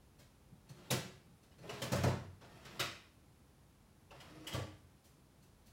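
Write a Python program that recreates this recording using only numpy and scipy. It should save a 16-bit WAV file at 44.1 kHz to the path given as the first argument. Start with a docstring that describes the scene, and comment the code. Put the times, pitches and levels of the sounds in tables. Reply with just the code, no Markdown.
"""Hard tools knock and slide on a shelf as someone rummages at the far side of a garage.
Each knock is a short clatter that booms in the shelf board and rings in the object; broad things
land twice. Dragged objects catch and slip, rasping and ringing, and soft steps pad in between.
It arrives mostly as reflections from walls and clutter, over a quiet bed of rumble and hiss."""
import sys
import numpy as np
from scipy import signal
from scipy.fft import rfft, irfft
from scipy.io import wavfile

SR = 44100
rng = np.random.default_rng(int(sys.argv[2]) if len(sys.argv) > 2 else 0)


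def generate_wav(sig):
    """Save sig (samples, or channels by samples) to the path in sys.argv[1] as 16-bit PCM at SR."""
    pcm = np.round(np.clip(np.atleast_2d(sig).T, -1, 1) * 32767).astype(np.int16)
    wavfile.write(sys.argv[1], SR, pcm)


N = 252252

# room tone shape: (frequency [Hz], relative density [dB])
ROOM_TONE = [(15, -55), (25, -25), (49, -2), (91, -1.5), (113, -5), (144, -1), (169, -10), (193, -6.5),
             (389, -14.5), (703, -20), (804, -19), (1850, -27.5), (5580, -32), (9810, -35.5),
             (15500, -37.5)]
# garage reverb: (frequency [Hz], t60 [s])
GARAGE_DECAY = [(80, 0.8), (250, 0.43), (700, 0.45), (2000, 0.53), (4500, 0.48), (8000, 0.42),
                (14000, 0.31)]
# soft steps on concrete: (time [s], level [dB])
FOOTSTEPS = [(0.134, -68), (0.505, -51), (0.69, -47.5), (0.791, -52), (1.249, -52.5), (2.298, -60)]
# each object's ring, a row per mode: (frequency [Hz], level [dB], t60 [s])
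OBJECT_MODES = { "bit": [(2677, -5, .11), (4307, 0, .12), (6087, -3, .11), (8764, -4, .09)],
                "box": [(372, -3.5, 0.45), (572, -3.5, 0.17), (785, -7, 0.23), (2742, 7.5, 0.062),
                (3770, 10.5, 0.039), (7240, -15, 0.092)], "can": [(416, -3, 0.12), (593, -10, 0.1),
                (1035, -5.5, 0.12), (2685, -0.5, 0.039), (2930, -4, 0.041)], "pliers": [(546, 6, 0.082),
                (866, -13, .14), (1530, -20, 0.095), (2010, -2, 0.058), (3090, 3, 0.054)],
                "case": [(191.7, -1.5, 0.2), (294.4, -16, 0.4), (513.6, -2, 0.085), (517, -6, 0.14),
                (972, -14, 0.092)], "wrench": [(331.6, -11, 0.51), (377, -10, 0.22), (586, -3.5, 0.082),
                (1136, -0.5, 0.14), (1340, -6, 0.15), (2078, -5, 0.24), (2560, -7.5, 0.24),
                (2980, 1.5, 0.13), (3380, -8, 0.12), (3750, -6, 0.08), (12000, -7, 0.079)],
                "rod": [(808, -21, 0.22), (1993, -14, 0.14), (2100, -13, 0.12), (2936, -5, 0.092),
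                (3240, -6.5, 0.12), (4980, -9.5, 0.11), (9600, -22, 0.081)], "tray": [(66.4, -11, 0.34),
                (103, 12, 0.063), (283.3, -3.5, 0.16), (312.3, -7, 0.5), (413, -19, 0.32),
                (520, 1.5, 0.081), (640, -19, 0.46), (1156, -9, 0.35)]}
# the shelf board's boom: (frequency [Hz], level [dB], t60 [s])
SHELF_MODES = [(93.5, -6, 0.59), (127.8, 4, 0.33), (186.5, -9.5, 0.37), (290, -13, 0.4), (352, -28, 1),
               (365.3, -22, 0.45), (454, -15, 0.27), (573, -5, 0.21), (621, -23, 0.46), (770, -30, 0.44)]
# drags: (start [s], end [s], object, ring before swell [dB], rasp before swell [dB], push cutoff [Hz])
DRAG_CUES = [ (0.639, 0.924, "box", -73, -67.5, 1200), (1.59, 1.88, "can", -60, -57, 1200),
             (1.948, 2.01, "case", -45, -49, 1200), (2.436, 2.814, "wrench", -94, -64, 1200),
             (4.127, 4.309, "rod", -87, -62.5, 1220), (4.278, 4.449, "tray", -57, -63, 350),
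             (4.479, 4.54, "rod", -52, -49.5, 1800)]
# tone of the rasp: (frequency [Hz], half-octave band gain [dB])
RASP_EQ = [(50, -17), (130, 7.5), (250, 5.5), (500, 6.5), (900, 5), (2500, 5), (4500, 3), (8000, -2.5),
           (15000, -6)]
# tone shared by all clatter: (frequency [Hz], half-octave band gain [dB])
CLATTER_EQ = [(45, -53), (80, -10.5), (150, -6.5), (260, -12.5), (500, -10), (800, -12.5), (1500, -8.5),
              (3000, -6), (5000, -2.5), (8000, -3), (11000, -6.5), (15000, -2.5)]
# where thud, clack, edge, tick and fizz sit: (frequency [Hz])
KNOCK_REGISTERS = [150, 650, 3000, 8500, 14000]
# how each object meets the board: (ring gain [dB], thud gain [dB], edge gain [dB], low cut [Hz])
OBJECT_VOICING = { "bit": (13, 0, -1, 107), "box": (4.5, -2, -1, 137), "can": (24, -12, 1.5, 126),
                  "pliers": (11.5, -3, 1.5, 112), "case": (22, -7, -2.5, 62),
                  "wrench": (12.5, -11.5, 7.5, 86), "rod": (20.5, -54, 2, 120),
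                  "tray": (23, -7.5, -2.5, 45)}
# second touch of each broad object: (level relative to the first [dB])
SETTLE_LEVELS = {"can": -6, "case": -7, "tray": -10}
# pick-ups, bumps and put-downs: (time [s], object, level [dB], treble loss [dB/octave], contact [s])
KNOCK_CUES = [ (0.185, "bit", -58.5, 2, 0.02), (0.689, "bit", -58, 2.5, 0.0071),
              (0.903, "box", -29, 2.5, 0.008), (1.426, "bit", -65.5, 2.5, 0.012),
              (1.513, "rod", -63.5, 5, .005), (1.581, "bit", -55, 6, 0.0033),
              (1.632, "can", -41.5, 25, 0.005), (1.692, "can", -37.5, 6, 0.0027),
              (1.817, "pliers", -37, 3, .004), (1.916, "case", -26.5, 5, 0.0076),
              (2.033, "case", -23.5, 7, 0.0025), (2.405, "can", -46, 7, 0.022),
              (2.648, "wrench", -47.5, 5, 0.0066), (2.793, "wrench", -33.5, 3, 0.007),
              (4.106, "can", -45.5, 7.5, 0.0036), (4.2, "rod", -50.5, 4.5, 0.0045),
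              (4.467, "rod", -45, 1.96, 0.0075), (4.525, "rod", -41, 3, 0.016),
              (4.544, "tray", -34.5, 6, 0.0075), (5.036, "bit", -69.5, -1.1, 0.027),
              (5.422, "bit", -75.5, -0.8, 0.013), (5.653, "bit", -70.5, -1.2, 0.027)]

EDGES_HZ = np.geomspace(31, 16000, 19)   # half-octave bands
CENTRES_HZ = np.sqrt(EDGES_HZ[1:] * EDGES_HZ[:-1])
AGE = np.arange(SR) / SR   # seconds since a sound's onset


def from_db(db):
    """Decibels to gain."""
    return 10 ** (np.asarray(db) / 20)


def rms_one(x):
    """Scale to unit power."""
    return x / np.sqrt(np.mean(x ** 2, axis=-1, keepdims=True) + 1e-20)


def at_hz(points, hz):
    """Read a curve on a log-frequency axis."""
    known_hz, values = np.transpose(points)
    return np.interp(np.log(hz), np.log(known_hz), values)


def add(track, s, sound):
    """Mix a sound into the track at s seconds."""
    start = max(round(s * SR), 0)
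    track[start:start + len(sound)] += sound[:N - start]


def bandpass(x, edges_hz):
    """Keep the band between two edges."""
    return signal.sosfilt(signal.butter(2, edges_hz, "band", fs=SR, output="sos"), x)


def in_bands(pair):
    """Half-octave bands of unit power, cut in turn from two unrelated signals."""
    bands = zip(EDGES_HZ, EDGES_HZ[1:])
    return np.array([rms_one(bandpass(pair[k % 2], edges)) for k, edges in enumerate(bands)])


def decays(t60):
    """Envelopes that fall 60 dB in the given times."""
    return from_db(-60 * AGE / np.maximum(t60, .01)[:, None])


def attack(rise_s):
    """A fade-in that eases up to full level."""
    return 1 - np.exp(-AGE / rise_s)


def room_tone(air_db=-65, hiss_db=-86, hiss_hz=10000, hiss_q=12.0):
    """The bed: steady rumble and hiss, with a narrow band standing out in the treble."""
    hz = np.linspace(1, SR / 2, N // 2 + 1)
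    air = irfft(rfft(rng.standard_normal(N)) * from_db(at_hz(ROOM_TONE, hz)), N)
    hiss = signal.lfilter(*signal.iirpeak(hiss_hz, hiss_q, fs=SR), rng.standard_normal(N))
    return from_db(air_db) * rms_one(air) + from_db(hiss_db) * rms_one(hiss)


def reflections(lumpy_db=3.0, merge_s=0.023):
    """Echoes by band: the first are uneven in strength, later ones merge into a smooth wash."""
    sizes = from_db(lumpy_db * np.exp(-AGE / merge_s) * rng.standard_normal((2, SR)))
    return in_bands(sizes * rng.standard_normal((2, SR)))


def garage(x):
    """Diffuse reverb at unit gain; the top dies first."""
    echoes = np.sqrt(CENTRES_HZ) @ (reflections() * decays(at_hz(GARAGE_DECAY, CENTRES_HZ)))
    return signal.fftconvolve(x, echoes / np.linalg.norm(echoes))[:N]


def steps(pad_hz=150, pad_q=2.7, rise_s=0.02, t60=0.31):
    """A soft sole gives only a dull pad that the room draws out."""
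    out = np.zeros(N)
    edges_hz = pad_hz * 2 ** (np.array([-1, 1]) / pad_q)
    for s, level_db in FOOTSTEPS:
        pad = rms_one(bandpass(rng.standard_normal(SR), edges_hz))
        add(out, s, from_db(level_db) * pad * attack(rise_s) * decays([t60])[0])
    return out


def low_cut(hz, lowest_hz):
    """Bass roll-off: a light object cannot drive the slowest vibrations."""
    return 1 / np.sqrt(1 + (lowest_hz / hz) ** 8)


def struck(modes, lowest_hz, detune=0.0, partials=1):
    """A struck body rings in decaying modes; in a loose object each splits into close partials."""
    hz, level_db, t60 = np.repeat(modes, partials, axis=0).T
    hz = hz * (1 + detune * rng.standard_normal(len(hz)))
    gains = from_db(level_db) * low_cut(hz, lowest_hz) / np.sqrt(partials)
    signs = (-1) ** (np.arange(len(hz)) // partials)   # neighbouring modes start in opposite directions
    phases = np.tile(np.pi * np.arange(partials) ** 2 / partials, len(modes))   # partials out of step
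    tones = np.sin(2 * np.pi * hz[:, None] * AGE + phases[:, None])
    return (gains * signs) @ (tones * decays(t60))


def drags(slips_per_s=420, uneven_db=5.5, rise_s=0.033, swell_db_per_s=13.5, lowest_hz=220):
    """A dragged object catches and slips at random, rasping and ringing louder as it gathers speed."""
    out = np.zeros(N)
    colour = from_db(at_hz(RASP_EQ, CENTRES_HZ))
    for start, end, thing, ring_db, rasp_db, push_hz in DRAG_CUES:
        sizes = rng.choice([-1, 1], (2, SR)) * from_db(uneven_db * rng.standard_normal((2, SR)))
        slips = sizes * (rng.random((2, SR)) < slips_per_s / SR)
        rasp = from_db(rasp_db) * rms_one(colour @ in_bands(slips))
        pushes = signal.lfilter(*signal.butter(2, push_hz, fs=SR), slips[0])   # soft on the high modes
        body = struck(OBJECT_MODES[thing], lowest_hz, detune=0.019, partials=4)
        ring = from_db(ring_db) * rms_one(signal.fftconvolve(pushes, body)[:SR])
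        speed = attack(rise_s) * from_db(swell_db_per_s * AGE) * (AGE < end - start)
        add(out, start, (rasp + ring) * speed)
    return garage(out)


def clatter(register_db, lowest_hz, contact_s, tail_db=-2.5, early_s=0.026, early_hz=2500,
            bass_lag_s=0.019, bass_hz=300):
    """One hard contact from across the room: a bright cluster of early echoes, then the tail."""
    hz = CENTRES_HZ[:, None]
    blow_db = np.interp(np.log(CENTRES_HZ), np.log(KNOCK_REGISTERS), register_db)
    gains = from_db(blow_db + at_hz(CLATTER_EQ, CENTRES_HZ)) * low_cut(CENTRES_HZ, lowest_hz)
    rise_s = contact_s / 2 + bass_lag_s / (1 + hz / bass_hz)   # the lows bloom later
    swell = 1 - np.exp(-(AGE / rise_s) ** 2)
    early = hz / (hz + early_hz) * np.exp(-(AGE / early_s) ** 2)
    tail = from_db(tail_db) * decays(at_hz(GARAGE_DECAY, CENTRES_HZ))
    return gains @ (reflections() * swell * np.hypot(early, tail))


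def chatter(sound, rebound=0.16, within_s=.007, count=6):
    """A hard thing rebounds within milliseconds, giving each blow its own ragged colour."""
    taps = np.zeros(round(within_s * SR) + 2)
    taps[rng.integers(1, len(taps), count)] = rebound * rng.choice([-1, 1], count)
    taps[0] = 1
    return signal.fftconvolve(sound, taps / np.linalg.norm(taps))


def touches(settle_s=0.033, settle_contact_s=0.015, brighten_db_per_octave=0.3, flat_thud_db=3.5):
    """Every contact: broad things land on one edge, then drop flat, quieter but weighted to the thud."""
    for s, thing, level_db, loss_db, contact_s in KNOCK_CUES:
        yield s, thing, level_db, loss_db, contact_s, 0
        if thing in SETTLE_LEVELS:
            yield (s + settle_s, thing, level_db + SETTLE_LEVELS[thing],
                   loss_db - brighten_db_per_octave, settle_contact_s, flat_thud_db)


def knocks(boom_db=0.5, boom_rise_s=0.018, ring_rise_s=0.0034, muffle_db_per_s=906, send_db=-5.0):
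    """Each knock clatters, booms the board by its weight and rings the object by its sharpness."""
    out, rings = np.zeros(N), np.zeros(N)
    octaves_above_clack = np.log2(np.array(KNOCK_REGISTERS[1:]) / KNOCK_REGISTERS[1])
    for s, thing, level_db, loss_db, contact_s, flat_db in touches():
        ring_db, weight_db, hard_db, lowest_hz = OBJECT_VOICING[thing]
        thud_db = level_db + weight_db + flat_db
        clack_db, edge_db, tick_db, fizz_db = level_db - loss_db * octaves_above_clack
        register_db = [thud_db, clack_db, edge_db + hard_db, tick_db, fizz_db]
        add(out, s, chatter(clatter(register_db, lowest_hz, contact_s)))
        boom = struck(SHELF_MODES, lowest_hz) * attack(boom_rise_s)
        add(out, s, from_db(thud_db + boom_db) * boom)
        ring = struck(OBJECT_MODES[thing], lowest_hz, detune=0.012, partials=6) * attack(ring_rise_s)
        muffle_db = muffle_db_per_s * contact_s   # a lingering contact chokes the ring
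        add(rings, s, from_db(tick_db + ring_db - muffle_db) * ring)
    return out + rings + from_db(send_db) * garage(rings)


def scene():
    """The mono mix: knocks, drags and steps over the room tone."""
    return (knocks() + drags() + steps() + room_tone())[None]


def record(dry):
    """A steep high cut at 15.9 kHz."""
    return signal.sosfilt(signal.ellip(10, .2, 70, 15900, fs=SR, output="sos"), dry)


dry = scene()
out = record(dry)
generate_wav(out)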